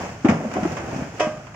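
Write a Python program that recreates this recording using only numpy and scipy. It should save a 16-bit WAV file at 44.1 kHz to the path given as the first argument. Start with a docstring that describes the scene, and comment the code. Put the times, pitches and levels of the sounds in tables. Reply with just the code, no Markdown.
"""On a dirt track, a tipper truck lets a load of rough stone blocks slide off its raised bed.
Blocks thud on the heap, clack and crunch against each other and grind down the steel floor with
hissing sand; one clangs and scrapes on the tailgate. Crushing and sliding are random clicks,
filtered; thuds, clacks and steel are decaying partials. The diesel ticks over underneath,
and trees and walls throw back a short echo of the stone."""
import sys
import numpy as np
from scipy import signal
from scipy.fft import rfft, irfft
from scipy.io import wavfile

SR = 44100
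rng = np.random.default_rng(int(sys.argv[2]) if len(sys.argv) > 2 else 0)


def wav_out(sig):
    """Save sig, one row per channel (or a flat mono array), as 16-bit PCM at SR to the path in sys.argv[1]."""
    wavfile.write(sys.argv[1], SR, np.round(np.clip(np.atleast_2d(sig).T, -1, 1) * 32767).astype(np.int16))


N = 68355


def undb(db):
    """Decibels to gain."""
    return 10 ** (np.asarray(db) / 20)


def unit(x):
    """Scale to rms 1."""
    return x / np.sqrt(np.mean(x ** 2))


def since(start_s):
    """Seconds since start_s, zero before it."""
    return np.maximum(np.arange(N) / SR - start_s, 0)


def curve(points):
    """Gain over time from (time [s], level [dB]) points."""
    return undb(np.interp(since(0), *np.array(points).T))


def burst(start_s, rise_s, decay_s):
    """Linear rise, exponential decay."""
    t = since(start_s)
    return np.minimum(t / rise_s, 1) * np.exp(-np.maximum(t - rise_s, 0) / decay_s)


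def convolve(x, impulse):
    """Pass x through an impulse response."""
    return signal.fftconvolve(x, impulse)[:N]


def response(colour, size=4096):
    """Minimum-phase impulse response from (frequency [Hz], gain [dB]) points."""
    hz, db = np.array(colour).T
    bins_hz = np.fft.rfftfreq(size, 1 / SR)
    gain = undb(np.interp(np.log(bins_hz + 1), np.log(hz), db))
    cepstrum = irfft(np.log(gain))
    cepstrum[1:size // 2] *= 2
    cepstrum[size // 2 + 1:] = 0
    return irfft(np.exp(rfft(cepstrum)))


def stereo(mid, side):
    """Mid and side to left and right."""
    return np.array([mid + side, mid - side])


def grains(rate_hz, scatter_db):
    """Tiny fractures: random clicks of scattered size, rms 1."""
    clicks = (rng.random(N) < rate_hz / SR) * rng.choice([-1, 1], N)
    return unit(clicks * undb(scatter_db * rng.standard_normal(N)))


# side relative to mid (frequency [Hz], gain [dB])
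STEREO_WIDTH = [(30, -19), (125, -39), (300, -8.5), (600, -10.5), (1200, -3.5), (3000, -0.5), (6000, 0),
                (15000, -4.5)]


def grind(envelope, colour, rate_hz, scatter_db):
    """Enveloped grains through a unit-energy filter; widest in the treble."""
    body = response(colour)
    body /= np.linalg.norm(body)
    mid, side = (convolve(envelope * grains(rate_hz, scatter_db), body) for _ in range(2))
    return stereo(mid, convolve(side, response(STEREO_WIDTH)))


def echo(x, delay_s=0.011, t60_s=0.57, gain_db=-10):
    """Trees and walls scatter a short tail, slightly different on each side."""
    t = since(delay_s)
    decay = (t > 0) * undb(-60 * t / t60_s)
    colour = response([(100, -0.68), (700, 2.2), (3000, -2.0), (10000, -0.5)])
    width = response([(60, -23.5), (250, -24.5), (1000, -3.5)])
    tails = [convolve(rng.standard_normal(N) * decay, colour) for _ in range(2)]
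    decay_energy = SR * t60_s / np.log(10 ** 6)
    mid, side = (convolve(x, tail) / np.sqrt(decay_energy) for tail in tails)
    return undb(gain_db) * stereo(mid, convolve(side, width))


# firing harmonics 2 to 6 (rms level [dB])
HARMONICS_DB = [-58, -55.5, -50.5, -51.5, -54.5]


def engine(firing_hz=27.13, chug_db=-50):
    """Idling diesel: a low hum with a soft chug at each firing."""
    phase = 2 * np.pi * firing_hz * since(0)
    hum = sum(undb(db) * np.sqrt(2) * np.sin(k * phase + 2 * np.pi * rng.random())
              for k, db in enumerate(HARMONICS_DB, start=2))
    chug = undb(chug_db) * (1 + 0.35 * np.sin(phase))
    colour = [(25, -7.5), (75, -1), (170, 12.5), (300, -37.5), (1500, 2.5), (6000, -55.0)]
    return hum + grind(chug, colour, rate_hz=4400, scatter_db=3)


# sand flow (time [s], level [dB])
SAND_ENVELOPE = [(0, -41), (.11, -46), (.18, -51.5), (.25, -49.5), (.31, -46), (.4, -49), (.55, -47),
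                 (.7, -43), (.82, -48), (.96, -44), (1.12, -50), (1.23, -43.5), (1.36, -51.5), (1.55, -55)]
# sand and grit spectrum (frequency [Hz], relative gain [dB])
SAND_SPECTRUM = [(800, 3.5), (2600, 9.5), (3900, -5.5), (5200, 2), (6800, 1), (8500, -13.5), (11500, -26),
                 (15500, -16)]


def sand():
    """Sand hisses down the bed with the load."""
    return grind(curve(SAND_ENVELOPE), SAND_SPECTRUM, rate_hz=6400, scatter_db=1.5)


# grit bursts (time [s], level [dB])
GRIT_BURSTS = [(0.284, -35.5), (0.534, -37), (0.717, -37), (0.961, -43.5)]


def grit(rise_s=0.0032, decay_s=0.0086):
    """Grit pinched under a block bursts in bright ticks."""
    force = sum(undb(db) * burst(start, rise_s, decay_s) for start, db in GRIT_BURSTS)
    return grind(force, SAND_SPECTRUM, rate_hz=1500, scatter_db=3)


# sliding load (time [s], level [dB])
SLIDE_ENVELOPE = [(0, -27.5), (.04, -30), (.12, -37.5), (.19, -45.5), (.24, -47), (.3, -26.5), (.38, -34.5),
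                  (.5, -36.5), (.56, -30.5), (.61, -31.5), (.69, -29), (.755, -34), (.82, -33.5),
                  (.92, -31), (1.04, -32.5), (1.1, -42), (1.2, -38), (1.55, -49.5)]
# sliding spectrum (frequency [Hz], relative gain [dB])
SLIDE_SPECTRUM = [(25, -53), (55, -7), (90, 4.5), (230, 3), (450, -3), (700, 0), (1050, -8.5), (1600, -12),
                  (2600, -21), (3800, -51.5), (9000, -48.5)]


def sliding():
    """Blocks judder down the bed with a low rumble."""
    return grind(curve(SLIDE_ENVELOPE), SLIDE_SPECTRUM, rate_hz=1500, scatter_db=2)


# tailgate blows (time [s], impulse level [dB], contact time [s])
TAILGATE_BLOWS = [(1.196, -27, 0.0001), (1.2055, -12.5, 0.00016)]
# tailgate and bed modes (frequency [Hz], level [dB], t60 [s])
STEEL_MODES = [(319, -12, 0.37), (452, -12, 0.18), (545, -17, .48), (614, -2, 0.45), (645, -14, 0.14),
               (688, -11, 0.18), (706, -7.5, 0.27), (973, -9.5, 0.28), (1012, -11, 0.18), (1120, -15, 0.42),
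               (1214, -19, 0.75), (1249, -22, .45), (1600, -18, 0.44), (1890, -20, .22), (2035, -17, 0.33),
               (2544, -13, 0.23), (2615, -20, 0.22), (2966, -17, 0.26), (3106, -17, 0.24), (5249, -20, .22),
               (5665, -14, 0.2), (6643, -16, .22)]
# small contacts drive mostly high modes (frequency [Hz], gain [dB])
CHATTER_SPECTRUM = [(300, -15), (620, -17), (1000, 3.5), (2000, 7)]
# a plate radiates little bass (frequency [Hz], gain [dB])
PLATE_RADIATION = [(60, -31), (200, -13.5), (400, -1), (8000, -1)]


def steel(rattle_db=-29, bed_db=-55, side_db=-4.5):
    """A block strikes the tailgate and chatters; the sliding load keeps the steel ringing faintly."""
    t = since(0)
    partials = [undb(db - 60 * t / t60) * np.exp(2j * np.pi * hz * t) for hz, db, t60 in STEEL_MODES]
    modes = sum(partials).imag
    dephased = sum(partial * np.exp(2j * np.pi * rng.random()) for partial in partials).imag
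    side_modes = convolve(dephased, response(STEREO_WIDTH))
    blows = 0
    for start, db, contact_s in TAILGATE_BLOWS:
        push = burst(start, contact_s / 2, contact_s / 2)
        blows += undb(db) * push / push.sum()
    rattle = undb(rattle_db) * burst(TAILGATE_BLOWS[0][0], rise_s=0.0032, decay_s=0.0091)
    bed_drag = undb(bed_db) * unit(curve(SLIDE_ENVELOPE))
    contacts = (rattle + bed_drag) * grains(rate_hz=1800, scatter_db=7.5)
    chatter = convolve(contacts, response(CHATTER_SPECTRUM)) / np.linalg.norm(modes)
    drive = convolve(blows + chatter, response(PLATE_RADIATION))
    return stereo(convolve(drive, modes), undb(side_db) * convolve(drive, side_modes))


# stone on steel (frequency [Hz], relative gain [dB])
SCRAPE_SPECTRUM = [(200, -14), (450, 6.5), (530, 1), (660, 16.5), (850, -4), (1010, 6.5), (1400, -1.5),
                   (2000, 1), (3200, -3), (4000, -22), (5500, -9), (6800, -16), (9500, -34.5), (15000, -49)]


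def scrape(level_db=-21.5):
    """The block's edge bites into the tailgate at the first blow: a hollow rasp."""
    force = undb(level_db) * burst(TAILGATE_BLOWS[0][0], rise_s=0.0032, decay_s=0.037)
    return grind(force, SCRAPE_SPECTRUM, rate_hz=4300, scatter_db=2.5)


# edges crushing (time [s], level [dB], decay [s])
EDGE_CRUSHES = [(0.016, -38.5, 0.02), (0.088, -37.5, 0.013), (0.246, -27, 0.02), (0.2838, -23, 0.008),
                (0.293, -24.5, 0.03), (0.512, -35, 0.014), (0.54, -33.5, 0.019), (0.562, -35.5, 0.01),
                (0.63, -32, 0.019), (0.765, -28.5, 0.03), (1.022, -39.5, 0.016), (1.467, -38, 0.0076),
                (1.54, -41, 0.032)]
# crushing spectrum (frequency [Hz], relative gain [dB])
CRUNCH_SPECTRUM = [(100, -34), (500, 7.5), (1100, 5.5), (1700, 3), (2400, 0), (3200, -9.5), (4000, -21.5),
                   (5200, -13.5), (6800, -15.5), (9000, -36), (15000, -57)]


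def crunches(rise_s=0.0032):
    """Edges crumble in short bright bursts."""
    force = sum(undb(db) * burst(start, rise_s, decay_s) for start, db, decay_s in EDGE_CRUSHES)
    return grind(force, CRUNCH_SPECTRUM, rate_hz=5000, scatter_db=2.5)


# stone on stone (time [s], level [dB], pitch [Hz])
STONE_HITS = [(.015, -24.5, 788), (.268, -20, 775), (.2835, -18.5, 2223), (.405, -24.5, 679),
              (.436, -20, 632), (.449, -21.5, 605), (.552, -38, 740), (.569, -19.5, 636), (.581, -18, 633),
              (1.006, -28, 519)]
# block modes (ratio to pitch, gain [dB])
BLOCK_MODES = [(0.871, -4.5), (1.002, -3.5), (1.13, -9)]


def clacks(rise_s=0.0021, decay_s=0.0069):
    """Two hard faces meet and the blocks ring for a few milliseconds."""
    out = 0
    for start, db, hz in STONE_HITS:
        envelope = burst(start, rise_s, decay_s)
        for ratio, mode_db in BLOCK_MODES:
            phase = 2 * np.pi * (hz * ratio * since(start) + rng.random())
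            out += undb(db + mode_db) * envelope * np.sin(phase)
    return out


# landings on the heap (time [s], thud level [dB], thud pitch [Hz], contact time [s], knock level [dB])
BLOCK_LANDINGS = [(0.2449, -6, 276, 0.0065, -18), (.255, -5, 323, 0.0051, -19),
                  (.275, -25, 327, 0.0039, -26), (0.2872, -5.5, 220, 0.0068, -17),
                  (.303, -17.5, 258, 0.013, -28), (.3, -21, 98.6, .013, -36),
                  (0.321, -14.5, 191, 0.004, -21.5), (0.338, -19, 158, 0.0097, -25),
                  (0.358, -26, 182, .007, -32), (.445, -20, 221.5, 0.016, -30),
                  (0.556, -20, 300, 0.003, -25.5), (0.564, -15, 347, 0.0034, -24),
                  (.571, -24.5, 238, 0.0042, -35), (0.58, -23.5, 416, 0.0058, -29),
                  (.627, -16.5, 209, 0.0056, -27), (.649, -14.5, 347, 0.0074, -24.5),
                  (0.652, -19.5, 183, 0.0087, -35), (0.722, -21.5, 169, 0.0041, -44),
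                  (.795, -29.5, 328, 0.014, -32.5), (0.881, -26.5, 128, 0.0083, -31.5),
                  (0.931, -19.5, 268, 0.0021, -32.5), (0.961, -17, 186, 0.0033, -46),
                  (0.981, -24.5, 262.6, 0.011, -37), (1.020, -16.5, 205, 0.0032, -42.5),
                  (1.268, -16, 212, 0.0038, -23.5), (1.375, -31, 165, 0.0037, -43)]
# knock spectrum (frequency [Hz], relative gain [dB])
KNOCK_SPECTRUM = [(40, -29), (110, -8.5), (250, 2.5), (500, -8), (760, -2.5), (1000, -17.5), (1300, -11.5),
                  (1800, -27.5), (3000, -31.5), (9000, -79.5)]


def knocks(rise_s=0.0018, decay_s=0.011):
    """The rough face of a landing block touches at many points in quick succession."""
    force = sum(undb(db) * burst(start, rise_s, decay_s) for start, _, _, _, db in BLOCK_LANDINGS)
    return grind(force, KNOCK_SPECTRUM, rate_hz=4100, scatter_db=2)


def thuds(overtone_ratio=1.2, overtone_db=-18, heave_ratio=0.47, heave_db=-19):
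    """Each landing block pushes into the heap and shakes it for a few cycles."""
    out = 0
    for start, db, hz, contact_s, _ in BLOCK_LANDINGS:
        t = since(start)
        phase = 2 * np.pi * hz * t
        overtone = undb(overtone_db) * np.sin(overtone_ratio * phase)
        heave = undb(heave_db) * np.sin(heave_ratio * phase)
        push = (t / contact_s * np.exp(1 - t / contact_s)) ** 2  # peaks at contact_s
        out -= undb(db) * push * (np.sin(phase) + overtone + heave)
    return out


def scene():
    """Stone and its echo, ringing steel and the idling engine."""
    stones = thuds() + knocks() + clacks() + crunches() + grit() + scrape() + sliding() + sand()
    return stones + echo(stones.mean(axis=0)) + steel() + engine()


# microphone ports (frequency [Hz], left minus right [dB])
PORT_BALANCE = [(60, 0.5), (150, 0.6), (300, 1.7), (600, -3), (1100, .5), (2500, -0.3), (5000, 2),
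                (7000, -11), (9000, -8), (12000, -0.5)]


def record(dry, left_lag_s=0.00009, cutoff_hz=15850):
    """Two microphone ports differ in colour, the left lags slightly; the top is cut."""
    hz = np.fft.rfftfreq(2 * N, 1 / SR)
    balance_hz, balance_db = np.array(PORT_BALANCE).T
    tilt = undb(np.interp(np.log(hz + 1), np.log(balance_hz), balance_db) / 2)
    ports = np.array([tilt * np.exp(-2j * np.pi * hz * left_lag_s), 1 / tilt])
    heard = irfft(rfft(dry, 2 * N) * ports)[:, :N]
    lowpass = signal.ellip(8, 0.2, 70, cutoff_hz, fs=SR, output="sos")
    return signal.sosfilt(lowpass, heard)


dry = scene()
out = record(dry)
wav_out(out)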